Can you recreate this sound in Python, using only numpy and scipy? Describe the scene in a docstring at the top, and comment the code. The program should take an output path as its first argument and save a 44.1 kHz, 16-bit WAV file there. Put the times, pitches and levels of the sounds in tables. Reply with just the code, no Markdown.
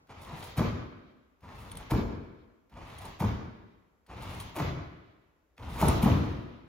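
"""A light pat and a rush of air through webbing: a gymnast lands on a large trampoline in a sports hall.
She bounces five times, the last time landing on her seat. While she sinks in, filtered grains of noise
make the rushing air and the stretching springs, which creak, groan and click on their hooks.
As she leaves, the bed snaps flat: slack springs rattle in bursts of grains through resonances, bed and
pads thump as short low tones, the frame knocks, and bands of decaying noise make the hall ring on."""
import sys
import numpy as np
from scipy import signal
from scipy.fft import rfft, irfft, next_fast_len
from scipy.io import wavfile

SR = 44100
rng = np.random.default_rng(int(sys.argv[2]) if len(sys.argv) > 2 else 0)


def transcribe(signal):
    """Save signal, clipped to [-1, 1], as a 16-bit WAV file at the path in sys.argv[1]."""
    frames = np.atleast_2d(signal).T
    limited = np.clip(frames, -1, 1)
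    pcm = np.round(limited * 32767).astype(np.int16)
    wavfile.write(sys.argv[1], SR, pcm)


N = 294568
TIME = np.arange(N) / SR

# Bed under load. Each row: touch-down and lift-off in seconds, then pat, air rush, bed rumble and spring
# creak in dB, swell with depth in dB, groan at the bottom in dB.
LANDINGS = [(0.065, 0.532, -66.5, -52.5, -55, -59.5, 3, -53.5),
            (1.401, 1.906, -67, -51.5, -51, -66, -4.5, -67),
            (2.691, 3.169, -65.5, -52.5, -54, -65, 2.5, -66),
            (4.059, 4.497, -62.5, -51.5, -49, -58, 8, -50),
            (5.562, 6.048, -70, -49.5, -44, -42.5, 6, -39.5)]
# The bed snaps taut, at each lift-off and at the bottom of the seat landing. Each row: time in seconds,
# spring rattle in dB, rattle rise and lag of the pads in seconds, pad slap and flutter in dB,
# settling time in seconds.
BED_SNAPS = [(0.573, -38.5, 0.0041, 0.0079, -36, -32.5, 0.06), (1.906, -38, 0.003, 0.0039, -39, -32, 0.024),
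             (3.202, -41, 0.0048, 0.0098, -41, -36, 0.087),
             (4.563, -37.5, 0.0065, 0.026, -36.5, -33, 0.058),
             (5.814, -34.5, 0.02, 0.02, -37.5, -25.5, 0.026), (6.029, -34, 0.0064, 0.017, -36, -23, 0.12)]
# Spectrum of the spring creak. Each row: frequency in Hz, relative density in dB.
CREAK_SPECTRUM = [(300, 0), (900, 22), (2200, -14), (3500, 9), (6000, -2), (8500, 0.5), (10500, -4.5),
                  (12500, -8.5), (15500, -6.5)]
# Spectrum of the spring groan. Each row: frequency in Hz, relative density in dB.
GROAN_SPECTRUM = [(80, -1.5), (200, -8.5), (500, -3.5), (950, 5.5), (1500, -6.5), (2300, -5), (4000, -10),
                  (8000, -41)]
# Spectrum of the pad slap. Each row: frequency in Hz, relative density in dB.
SLAP_SPECTRUM = [(60, -36.5), (200, -3.5), (340, -1.5), (520, -4), (650, -3), (760, 0.5), (940, 0.5),
                 (1200, 0.5), (1600, -6.5), (2300, -10), (5000, -22), (12000, -50.5)]
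# Spectrum of the pad flutter and thud. Each row: frequency in Hz, relative density in dB.
PAD_SPECTRUM = [(20, -14.5), (38, -20), (54, -5.5), (95, 4.5), (160, 1.5), (220, -7.5), (300, -4.5),
                (450, -10.5), (900, -17), (3000, -55)]
# Thin ring of the steel coils. Each row: frequency in Hz, width in Hz, relative level in dB.
COIL_MODES = [(1970, 22, 4), (2261, 11, 2.5), (2960, 27, -2), (3150, 21, 2.5), (3480, 35, -1),
              (3700, 31, -3), (3850, 18, -1), (4220, 34, -6)]
# Hall bands. Each row: centre in Hz, reverberation time in seconds, relative tail level in dB,
# likeness of left and right from 0 to 1.
HALL_BANDS = [(58.2, 0.78, 5.5, 0.99), (143, 0.7, 0.5, 0.99), (362, 1.09, 4.5, 0.74), (880, 1, -1.5, 0.55),
              (1510, 1.21, 4, 0.65), (3580, 1.045, 6.5, 0.82), (6430, 0.72, 5, 0.9),
              (8230, 0.083, -15, 0.07), (14900, 0.32, 0, 0.02)]


def undb(db):
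    """Decibels to gain."""
    return 10 ** (np.asarray(db) / 20)


def unit(x):
    """Scale to rms 1."""
    return x / np.sqrt(np.mean(x ** 2))


def along(points, hz):
    """Read (Hz, value) points on a log-frequency axis."""
    f, value = np.transpose(points)
    return np.interp(np.log(np.maximum(hz, 1)), np.log(f), value)


def colour(x, points):
    """Minimum-phase filter with the given spectrum; keeps the level of white noise."""
    size = 2 * next_fast_len(len(x))
    gain = unit(undb(along(points, np.fft.rfftfreq(size, 1 / SR))))
    # fold the cepstrum to make the filter causal
    cepstrum = irfft(np.log(gain))
    cepstrum[1:size // 2] *= 2
    cepstrum[size // 2 + 1:] = 0
    response = np.exp(rfft(cepstrum))
    return irfft(rfft(x, size) * response)[:len(x)]


def resonate(x, modes):
    """Damped resonances (Hz, width Hz, dB) side by side; keeps the level of white noise."""
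    t = TIME[:SR // 20]
    ring = 0
    for hz, width_hz, db in modes:
        decay = np.exp(-np.pi * width_hz * t)
        ring = ring + undb(db) * width_hz * decay * np.sin(2 * np.pi * hz * t)
    return signal.oaconvolve(x, ring / np.linalg.norm(ring))[:N]


def grains(rate_hz, spread_db):
    """Tiny random impacts of unequal size, rms 1."""
    hits = rng.random(N) < rate_hz / SR
    return unit(hits * rng.standard_normal(N) * undb(spread_db * rng.standard_normal(N)))


def walk(rate_hz):
    """Random wander: straight lines between normal draws, rate_hz of them a second."""
    return np.interp(TIME * rate_hz, np.arange(N), rng.standard_normal(N))


def burst(peak_s, rise_s, decay_s):
    """Exponential envelope that climbs to 1 at the given time and dies away."""
    t = TIME - peak_s
    return np.exp(np.maximum(np.minimum(t / rise_s, -t / decay_s), -60))


def tick(start_s):
    """One hard contact: a single sample with the energy of a millisecond at rms 1."""
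    return (np.arange(N) == int(start_s * SR)) * np.sqrt(SR / 1000)


def loaded_bed(give_s=0.013, attack_s=0.013, release_s=0.11, creak_power=2.04, creak_skew=1.9,
               creak_end=0.93, flicker_db=3.5, catch_db=-7):
    """The bed sinks and rises in half a sine; air passes the webbing and springs creak with the stretch."""
    # Spectrum of the air rush. Each row: frequency in Hz, relative density in dB.
    rush_spectrum = [(100, -1), (250, -2.5), (450, -3), (720, -1), (920, 2.5), (1200, 0), (1550, -9),
                     (2300, -8.5), (4000, -20), (7000, -31.5), (15000, -52.5)]
    # Spectrum of the bed rumble. Each row: frequency in Hz, relative density in dB.
    rumble_spectrum = [(20, -38), (35, -6.5), (50, 5), (100, 4), (160, -4.5), (260, -6), (600, -54)]
    # Small creaks of straps and hooks. Each row: frequency in Hz, width in Hz, level over air rush in dB.
    strap_modes = [(620, 110, -31), (897, 310, -15), (1160, 83, -24), (2060, 150, -15.5), (2860, 580, -14),
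                   (3740, 370, -16.5)]
    strap_creaks_hz = 22

    rush, rumble, creak, strain = np.zeros((4, N))
    for down_s, up_s, _, rush_db, rumble_db, creak_db, swell_db, _ in LANDINGS:
        phase = np.clip((TIME - down_s) / (up_s - down_s), 0, 1)
        depth = np.abs(np.sin(np.pi * phase))
        onset = 1 - np.exp(-(np.maximum(TIME - down_s - give_s, 0) / attack_s) ** 2)
        release = np.clip((up_s - TIME) / release_s, 0, 1)
        load = onset * release * undb(swell_db * (depth - .5))
        rush += undb(rush_db) * load
        rumble += undb(rumble_db) * load
        strain += undb(rush_db) * load * depth
        # the coils bind, so their creak lags the stretch
        creak_phase = np.minimum(phase / creak_end, 1) ** creak_skew
        creak += undb(creak_db) * np.abs(np.sin(np.pi * creak_phase)) ** creak_power

    # stick and slip: some tens of times a second a hook catches in a cluster of ticks
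    catches = unit(np.maximum(walk(110), 0) ** 3 * grains(2700, 0.75))
    straps = 0
    for mode in strap_modes:
        straps = straps + undb(mode[2]) * resonate(strain * grains(strap_creaks_hz, 0), [mode])
    air = colour(rush * grains(6000, 0.35) * undb(flicker_db * walk(40)), rush_spectrum)
    bed = colour(rumble * rng.standard_normal(N), rumble_spectrum)
    springs = colour(creak * grains(4800, 0.96) * undb(flicker_db * walk(70)), CREAK_SPECTRUM)
    hooks = undb(catch_db) * colour(rush * catches, GROAN_SPECTRUM)
    return straps + air + bed + springs + hooks


def surges(bottom_s=0.26, groan_rise_s=0.047, groan_decay_s=0.22, thud_db=-1, judder_db=1.5, coil_db=-13):
    """In every landing the springs slip in juddering creaks and groan at the bottom, shaking the pads."""
    # Springs slipping under load. Each row: time in seconds, creak and groan in dB, rise and decay in seconds.
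    spring_slips = [(0.222, -54, -66, 0.012, 0.024), (0.379, -55.5, -58, 0.008, 0.017),
                    (0.445, -47.5, -53, 0.016, 0.034), (1.595, -56, -66.5, 0.039, 0.068),
                    (1.785, -56, -62, 0.01, 0.034), (2.872, -59.5, -54, 0.015, 0.051),
                    (3.02, -50.5, -48, 0.0093, 0.016), (3.06, -55.5, -53, 0.02, 0.042),
                    (4.224, -51.5, -47, 0.014, 0.031), (4.3, -56, -61, 0.0082, 0.024),
                    (4.41, -51, -71, 0.018, 0.045), (5.704, -53.5, -62, 0.011, 0.035)]

    judder = unit(undb(judder_db * walk(90)))
    creak_level = sum(undb(db) * burst(s, rise, decay) for s, db, _, rise, decay in spring_slips)
    slip_level = sum(undb(db) * burst(s, rise, decay) for s, _, db, rise, decay in spring_slips)
    groan_level = sum(undb(db) * burst(down_s + bottom_s, groan_rise_s, groan_decay_s)
                      for down_s, *_, db in LANDINGS)
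    creaks = judder * creak_level * grains(5000, 1.3)
    groans = (judder * groan_level + judder * slip_level) * grains(2000, 1.9)
    thuds = groan_level * grains(3000, 0.8)
    return (colour(creaks, CREAK_SPECTRUM) + undb(coil_db) * resonate(creaks, COIL_MODES)
            + colour(groans, GROAN_SPECTRUM) + undb(thud_db) * colour(thuds, PAD_SPECTRUM))


def rattles(decay_s=0.018, brush_db=-1, pad_rise_s=0.004, slap_rise_s=0.0089, jangle_db=-15,
            jangle_decay_s=0.028, coil_db=-12, pad_coil_db=-20):
    """Slack springs jangle and ring briefly; the pads that cover them slap down and shake them again."""
    # Spectrum of the spring rattle. Each row: frequency in Hz, relative density in dB.
    rattle_spectrum = [(300, 19), (1100, 21.5), (1600, 3), (2400, 17), (3500, 1), (5000, 2.5), (7000, 1),
                       (10000, -2.5), (13000, 1), (15500, -4.5)]

    jangle, slap, shaken = np.zeros((3, N))
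    for snap_s, rattle_db, rise_s, lag_s, slap_db, _, settle_s in BED_SNAPS:
        pads_down_s = snap_s + lag_s + pad_rise_s  # the pads take a moment to come down
        jangle += undb(rattle_db) * burst(snap_s, rise_s, decay_s)
        slap += undb(slap_db) * burst(pads_down_s, slap_rise_s, settle_s)
        shaken += undb(slap_db) * burst(pads_down_s, slap_rise_s, jangle_decay_s)
    metal = (jangle + undb(jangle_db) * shaken) * grains(5000, 0.96)
    pads = (slap + undb(brush_db) * jangle) * grains(3000, 2.35)
    coils = resonate(undb(coil_db) * metal + undb(pad_coil_db) * pads, COIL_MODES)
    return colour(metal, rattle_spectrum) + colour(pads, SLAP_SPECTRUM) + coils


def thumps(rise_s=0.0013, decay_s=0.11, flutter_after_s=0.018):
    """Each flap of the bed pushes a few low cycles of air; the loose pads flutter after every snap."""
    # Flaps of bed and pads. Each row: start in seconds, level in dB, pitch in Hz, swell in seconds.
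    flaps = [(0.325, -37.5, 148, 0.0098), (0.581, -19, 137, 0.004), (0.59, -27.5, 73, 0.01),
             (0.599, -21.5, 134, 0.0045), (0.603, -19, 226, 0.0052), (0.648, -37, 228, 0.005),
             (1.752, -44.5, 171, 0.0078), (1.917, -22, 134, 0.0042), (1.92, -23, 305, 0.0048),
             (1.936, -18.5, 72, 0.0066), (1.94, -33, 410, 0.013), (1.952, -25.5, 250, 0.0048),
             (1.98, -24.5, 210, 0.0056), (3.21, -20.5, 158, 0.0026), (3.216, -36.5, 65.6, 0.018),
             (3.235, -21.5, 206.3, 0.007), (3.241, -25.5, 106, 0.015), (4.575, -31, 306, 0.0059),
             (4.597, -31, 146, 0.0071), (5.831, -17, 168, 0.0049), (5.87, -18.5, 163, 0.0064),
             (5.878, -26, 82, 0.015), (5.884, -25, 233, 0.006), (6.034, -13.5, 206.5, 0.0039),
             (6.055, -28, 69, 0.02), (6.057, -15.5, 216.5, 0.0052), (6.096, -21.5, 212, 0.0048)]

    boom = 0
    for start_s, db, hz, swell_s in flaps:
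        t = np.maximum(TIME - start_s, 0)
        swell = t / swell_s * np.exp(1 - t / swell_s)
        boom = boom + undb(db) * swell * np.sin(2 * np.pi * hz * t)
    flutter = sum(undb(db) * burst(s + lag_s + flutter_after_s, rise_s, decay_s)
                  for s, _, _, lag_s, _, db, _ in BED_SNAPS)
    return boom + colour(flutter * grains(3300, 1.0), PAD_SPECTRUM)


def knocks(rise_s=0.0019, strike_db=-6, chatter_db=-5.0, focus_db=9, padding_hz=2200):
    """A padded spring strikes the frame and chatters; each spot favours the modes near its own pitch."""
    # Blows on the frame. Each row: time in seconds, level in dB, favoured pitch in Hz,
    # chatter decay in seconds.
    blows = [(0.315, -50, 1200, 0.018), (0.595, -30, 1150, 0.003), (0.611, -30, 1100, 0.023),
             (1.75, -47, 950, 0.0044), (1.919, -28, 850, 0.0087), (1.937, -32.5, 1000, 0.0072),
             (1.952, -32.5, 435, 0.004), (1.987, -40.5, 480, 0.0099), (2.014, -36.5, 447, 0.014),
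             (3.022, -50, 900, 0.012), (3.066, -49, 900, 0.012), (3.204, -33.5, 1400, 0.014),
             (3.222, -29.5, 705, 0.0053), (3.241, -32.5, 800, 0.0051), (4.566, -31.5, 800, 0.017),
             (4.601, -32, 850, 0.017), (5.618, -49, 1100, 0.0064), (5.683, -45, 900, 0.017),
             (5.759, -41, 950, 0.016), (5.827, -19, 720, 0.0072), (5.846, -24, 620, 0.023),
             (5.883, -30, 950, 0.016), (5.931, -36, 880, 0.008), (6.031, -32, 800, 0.007),
             (6.062, -27, 420, 0.0094), (6.077, -29.5, 750, 0.012)]
    # Ring of frame and pad boards. Each row: frequency in Hz, width in Hz, relative level in dB.
    frame_modes = [(343, 27, -6.5), (480, 18.5, 8), (670, 110, 0.5), (879, 143, 5), (1000, 100, 3),
                   (1159, 25, -6), (2100, 670, -31)]

    chatter, out = undb(chatter_db) * grains(5000, 0.79), 0
    for start_s, db, spot_hz, decay_s in blows:
        size = 1 + .02 * rng.uniform(-1, 1)
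        modes = [(hz * size, width_hz, mode_db - focus_db * np.log2(hz / spot_hz) ** 2)
                 for hz, width_hz, mode_db in frame_modes]
        hit = undb(strike_db) * tick(start_s) + burst(start_s, rise_s, decay_s) * chatter
        ring = resonate(hit, modes)
        out = out + undb(db) * ring / np.linalg.norm(ring)
    out = out * np.sqrt(SR / 100)  # unit energy becomes that of 10 ms at rms 1
    return signal.sosfilt(signal.butter(2, padding_hz, fs=SR, output="sos"), out)


def clicks(rise_s=0.0025, catches_db=-3):
    """A hook lets go with a tick amid a run of catches and rings its spring; springs differ in pitch. Two pats
    on the bed tick through the springs the same way."""
    # Hooks slipping, and the ticks of two pats at touch-down (a bright one at 4.069 s, a dark one at 5.581 s).
    # Each row: time in seconds, level in dB, brightness in dB per octave, decay in seconds.
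    spring_ticks = [(0.25, -47.5, -18, 0.0051), (0.408, -49, -20, 0.0045), (0.428, -43, -21, 0.0082),
                    (0.576, -46, -1, 0.0026), (0.595, -35.5, -29, 0.0028), (1.717, -44.5, -7, 0.0081),
                    (1.755, -48, -15, 0.0022), (1.772, -40, -8, 0.0071), (1.912, -31, -43, 0.0029),
                    (2.985, -45, -13, 0.0065), (3.054, -44.5, -9, 0.005), (3.204, -36, -36, 0.0055),
                    (3.247, -46, -19, 0.012), (4.069, -67, -1, 0.0016), (4.294, -52, -20, 0.003),
                    (4.349, -53, -7, 0.003), (4.402, -40, -10, 0.014), (4.587, -44, -24, 0.0028),
                    (5.581, -43, -50, 0.0026), (5.694, -62, -4, 0.003), (5.885, -25.5, -4.5, 0.0035)]
    # Ring of a spring and its hook. Each row: frequency in Hz, width in Hz, relative level in dB.
    spring_modes = [(2235, 270, -6), (3280, 220, 9), (3890, 1100, 5), (5430, 520, -4), (6100, 510, 3.5),
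                    (8340, 120, 28), (9450, 820, -9), (13500, 3700, -42.5)]

    catches, out = undb(catches_db) * grains(7000, 0.81), 0
    lowest_hz = spring_modes[0][0]
    for start_s, db, tilt_db, decay_s in spring_ticks:
        size = 1 + .03 * rng.uniform(-1, 1)
        modes = [(hz * size, width_hz, mode_db + tilt_db * np.log2(hz / lowest_hz))
                 for hz, width_hz, mode_db in spring_modes]
        slip = tick(start_s) + burst(start_s, rise_s, decay_s) * catches
        out = out + undb(db) * resonate(slip, modes)
    return out


def touches(rise_s=0.00072, decay_s=0.011, after_s=0.0055):
    """A light pat, a short noise burst, as the gymnast meets the bed."""
    # Spectrum of the pat. Each row: frequency in Hz, relative density in dB.
    pat_spectrum = [(300, -4), (1500, 4.5), (3000, 0.5), (5000, -4), (8000, -18.5), (15000, -17.5)]
    pats = sum(undb(db) * burst(down_s + after_s, rise_s, decay_s) for down_s, _, db, *_ in LANDINGS)
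    return colour(pats * rng.standard_normal(N), pat_spectrum)


def hall_bands():
    """Yield, per band, stereo noise of diffuse echoes and its reverberation time; the bass is most alike."""
    hz = np.fft.rfftfreq(N, 1 / SR)
    mid, side = rfft(rng.standard_normal((2, N)))
    for k, (_, t60_s, db, alike) in enumerate(HALL_BANDS):
        band = along([(row[0], j == k) for j, row in enumerate(HALL_BANDS)], hz)
        alike = np.clip(alike, 0, 1)
        shared = np.sqrt((1 + alike) / 2) * mid
        opposed = np.sqrt((1 - alike) / 2) * side * np.array([[1], [-1]])
        yield undb(db) * irfft(band * (shared + opposed), N), t60_s


def hall(x, gap_s=0.00092, build_s=0.013, early_db=3, early_decay_s=0.01, uneven_db=2, count=7):
    """Echoes thicken into an unevenly dying tail; sound darts about the frame, each part with own echoes."""
    t = TIME[:4 * SR // 3]
    onset = 1 - np.exp(-np.maximum(t - gap_s, 0) / build_s)
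    onset = onset * (1 + undb(early_db) * np.exp(-t / early_decay_s))
    noises, t60s = zip(*hall_bands())
    fades = onset * np.exp(-np.log(1000) * t / np.array(t60s)[:, None])
    fades *= undb(uneven_db * np.array([walk(30.6)[:len(t)] for _ in HALL_BANDS]))
    fades /= np.linalg.norm(fades, axis=1, keepdims=True)
    # wandering shares of the sound, their powers adding to 1
    shares = np.array([walk(70) for _ in range(count)])
    shares /= np.linalg.norm(shares, axis=0)
    places = np.linspace(0, N - len(t), count).astype(int)
    out = 0
    for share, place in zip(shares, places):
        response = sum(noise[:, place:place + len(t)] * fade for noise, fade in zip(noises, fades))
        out = out + signal.fftconvolve((x * share)[None], response, axes=1)[:, :N]
    return out


def room_air(air_db=-73, apart_db=-8, echo_db=-68, boom_db=-66, echo_decay_s=0.12):
    """Faint steady ventilation noise, and the last of an earlier bounce dying in the hall."""
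    # Spectrum of the ventilation. Each row: frequency in Hz, relative density in dB.
    air_spectrum = [(20, -15.5), (60, 6.5), (110, -15), (170, -12.5), (290, -7.5), (500, -9), (1000, -15.5),
                    (2500, -22.5), (5000, -31.5), (13000, -43.5), (15500, -45)]
    shared, left, right = (colour(rng.standard_normal(N), air_spectrum) for _ in range(3))
    air = undb(air_db) * (shared + undb(apart_db) * np.array([left, right]))
    echo = undb(echo_db) * np.array([colour(rng.standard_normal(N), SLAP_SPECTRUM) for _ in range(2)])
    boom = undb(boom_db) * colour(rng.standard_normal(N), PAD_SPECTRUM)
    return air + (echo + boom) * np.exp(-TIME / echo_decay_s)


def scene(direct_db=0.0, hall_db=-3, click_echo_db=-5, thump_echo_db=-2):
    """The trampoline ahead, in the hall; clicks and thumps from its near edge carry less echo."""
    # Phase of right behind left for direct sound. 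Each row: frequency in Hz, lag in radians.
    stereo_lag = [(100, 0.02), (1000, 0.2), (2150, 0.2), (4300, 0.67), (7000, 0), (9000, 3), (11000, 7.5),
                  (13000, 3.5), (16000, 8)]
    body = loaded_bed() + surges() + rattles() + knocks() + touches()
    hooks, flaps = clicks(), thumps()
    trampoline = body + hooks + flaps
    lag_rad = along(stereo_lag, np.fft.rfftfreq(N, 1 / SR))
    direct = np.array([trampoline, irfft(rfft(trampoline) * np.exp(-1j * lag_rad), N)])
    echoes = hall(body + undb(click_echo_db) * hooks + undb(thump_echo_db) * flaps)
    return undb(direct_db) * direct + undb(hall_db) * echoes + room_air()


def record(dry, low_hz=36, top_hz=15800):
    """Shape the stereo sum and difference, tilt the balance by frequency, cut deep bass and top."""
    # Stereo shape: the sum dips near 9 kHz, the difference fades above 13 kHz.
    # Each row: frequency in Hz, sum in dB, difference in dB.
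    stereo_shape = [(96, 1, 5), (3850, -5.5, 3.5), (6830, 0, 13), (7430, -0.5, 19.5), (8280, -7.5, 2),
                    (8820, -20.5, 10), (10490, 4.5, 22.5), (11100, 4, 13.5), (13100, 8, -22),
                    (16600, 1.5, -21)]
    # Stereo balance. Each row: frequency in Hz, left minus right in dB.
    balance = [(100, 1.6), (350, 1), (1200, 0.7), (2600, -1.3), (5000, 0.9), (12000, 0)]
    hz = np.fft.rfftfreq(N, 1 / SR)
    sum_gain = undb(along([(f, db) for f, db, _ in stereo_shape], hz))
    difference_gain = undb(along([(f, db) for f, _, db in stereo_shape], hz))
    mid = irfft(rfft(dry[0] + dry[1]) / 2 * sum_gain, N)
    side = irfft(rfft(dry[0] - dry[1]) / 2 * difference_gain, N)
    balance_gain = undb(np.outer([1, -1], along(balance, hz)) / 2)
    pair = irfft(rfft([mid + side, mid - side]) * balance_gain, N)
    pair = signal.sosfilt(signal.butter(2, low_hz, "high", fs=SR, output="sos"), pair)
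    return signal.sosfilt(signal.ellip(10, .2, 80, top_hz, fs=SR, output="sos"), pair)


dry = scene()
out = record(dry)
transcribe(out)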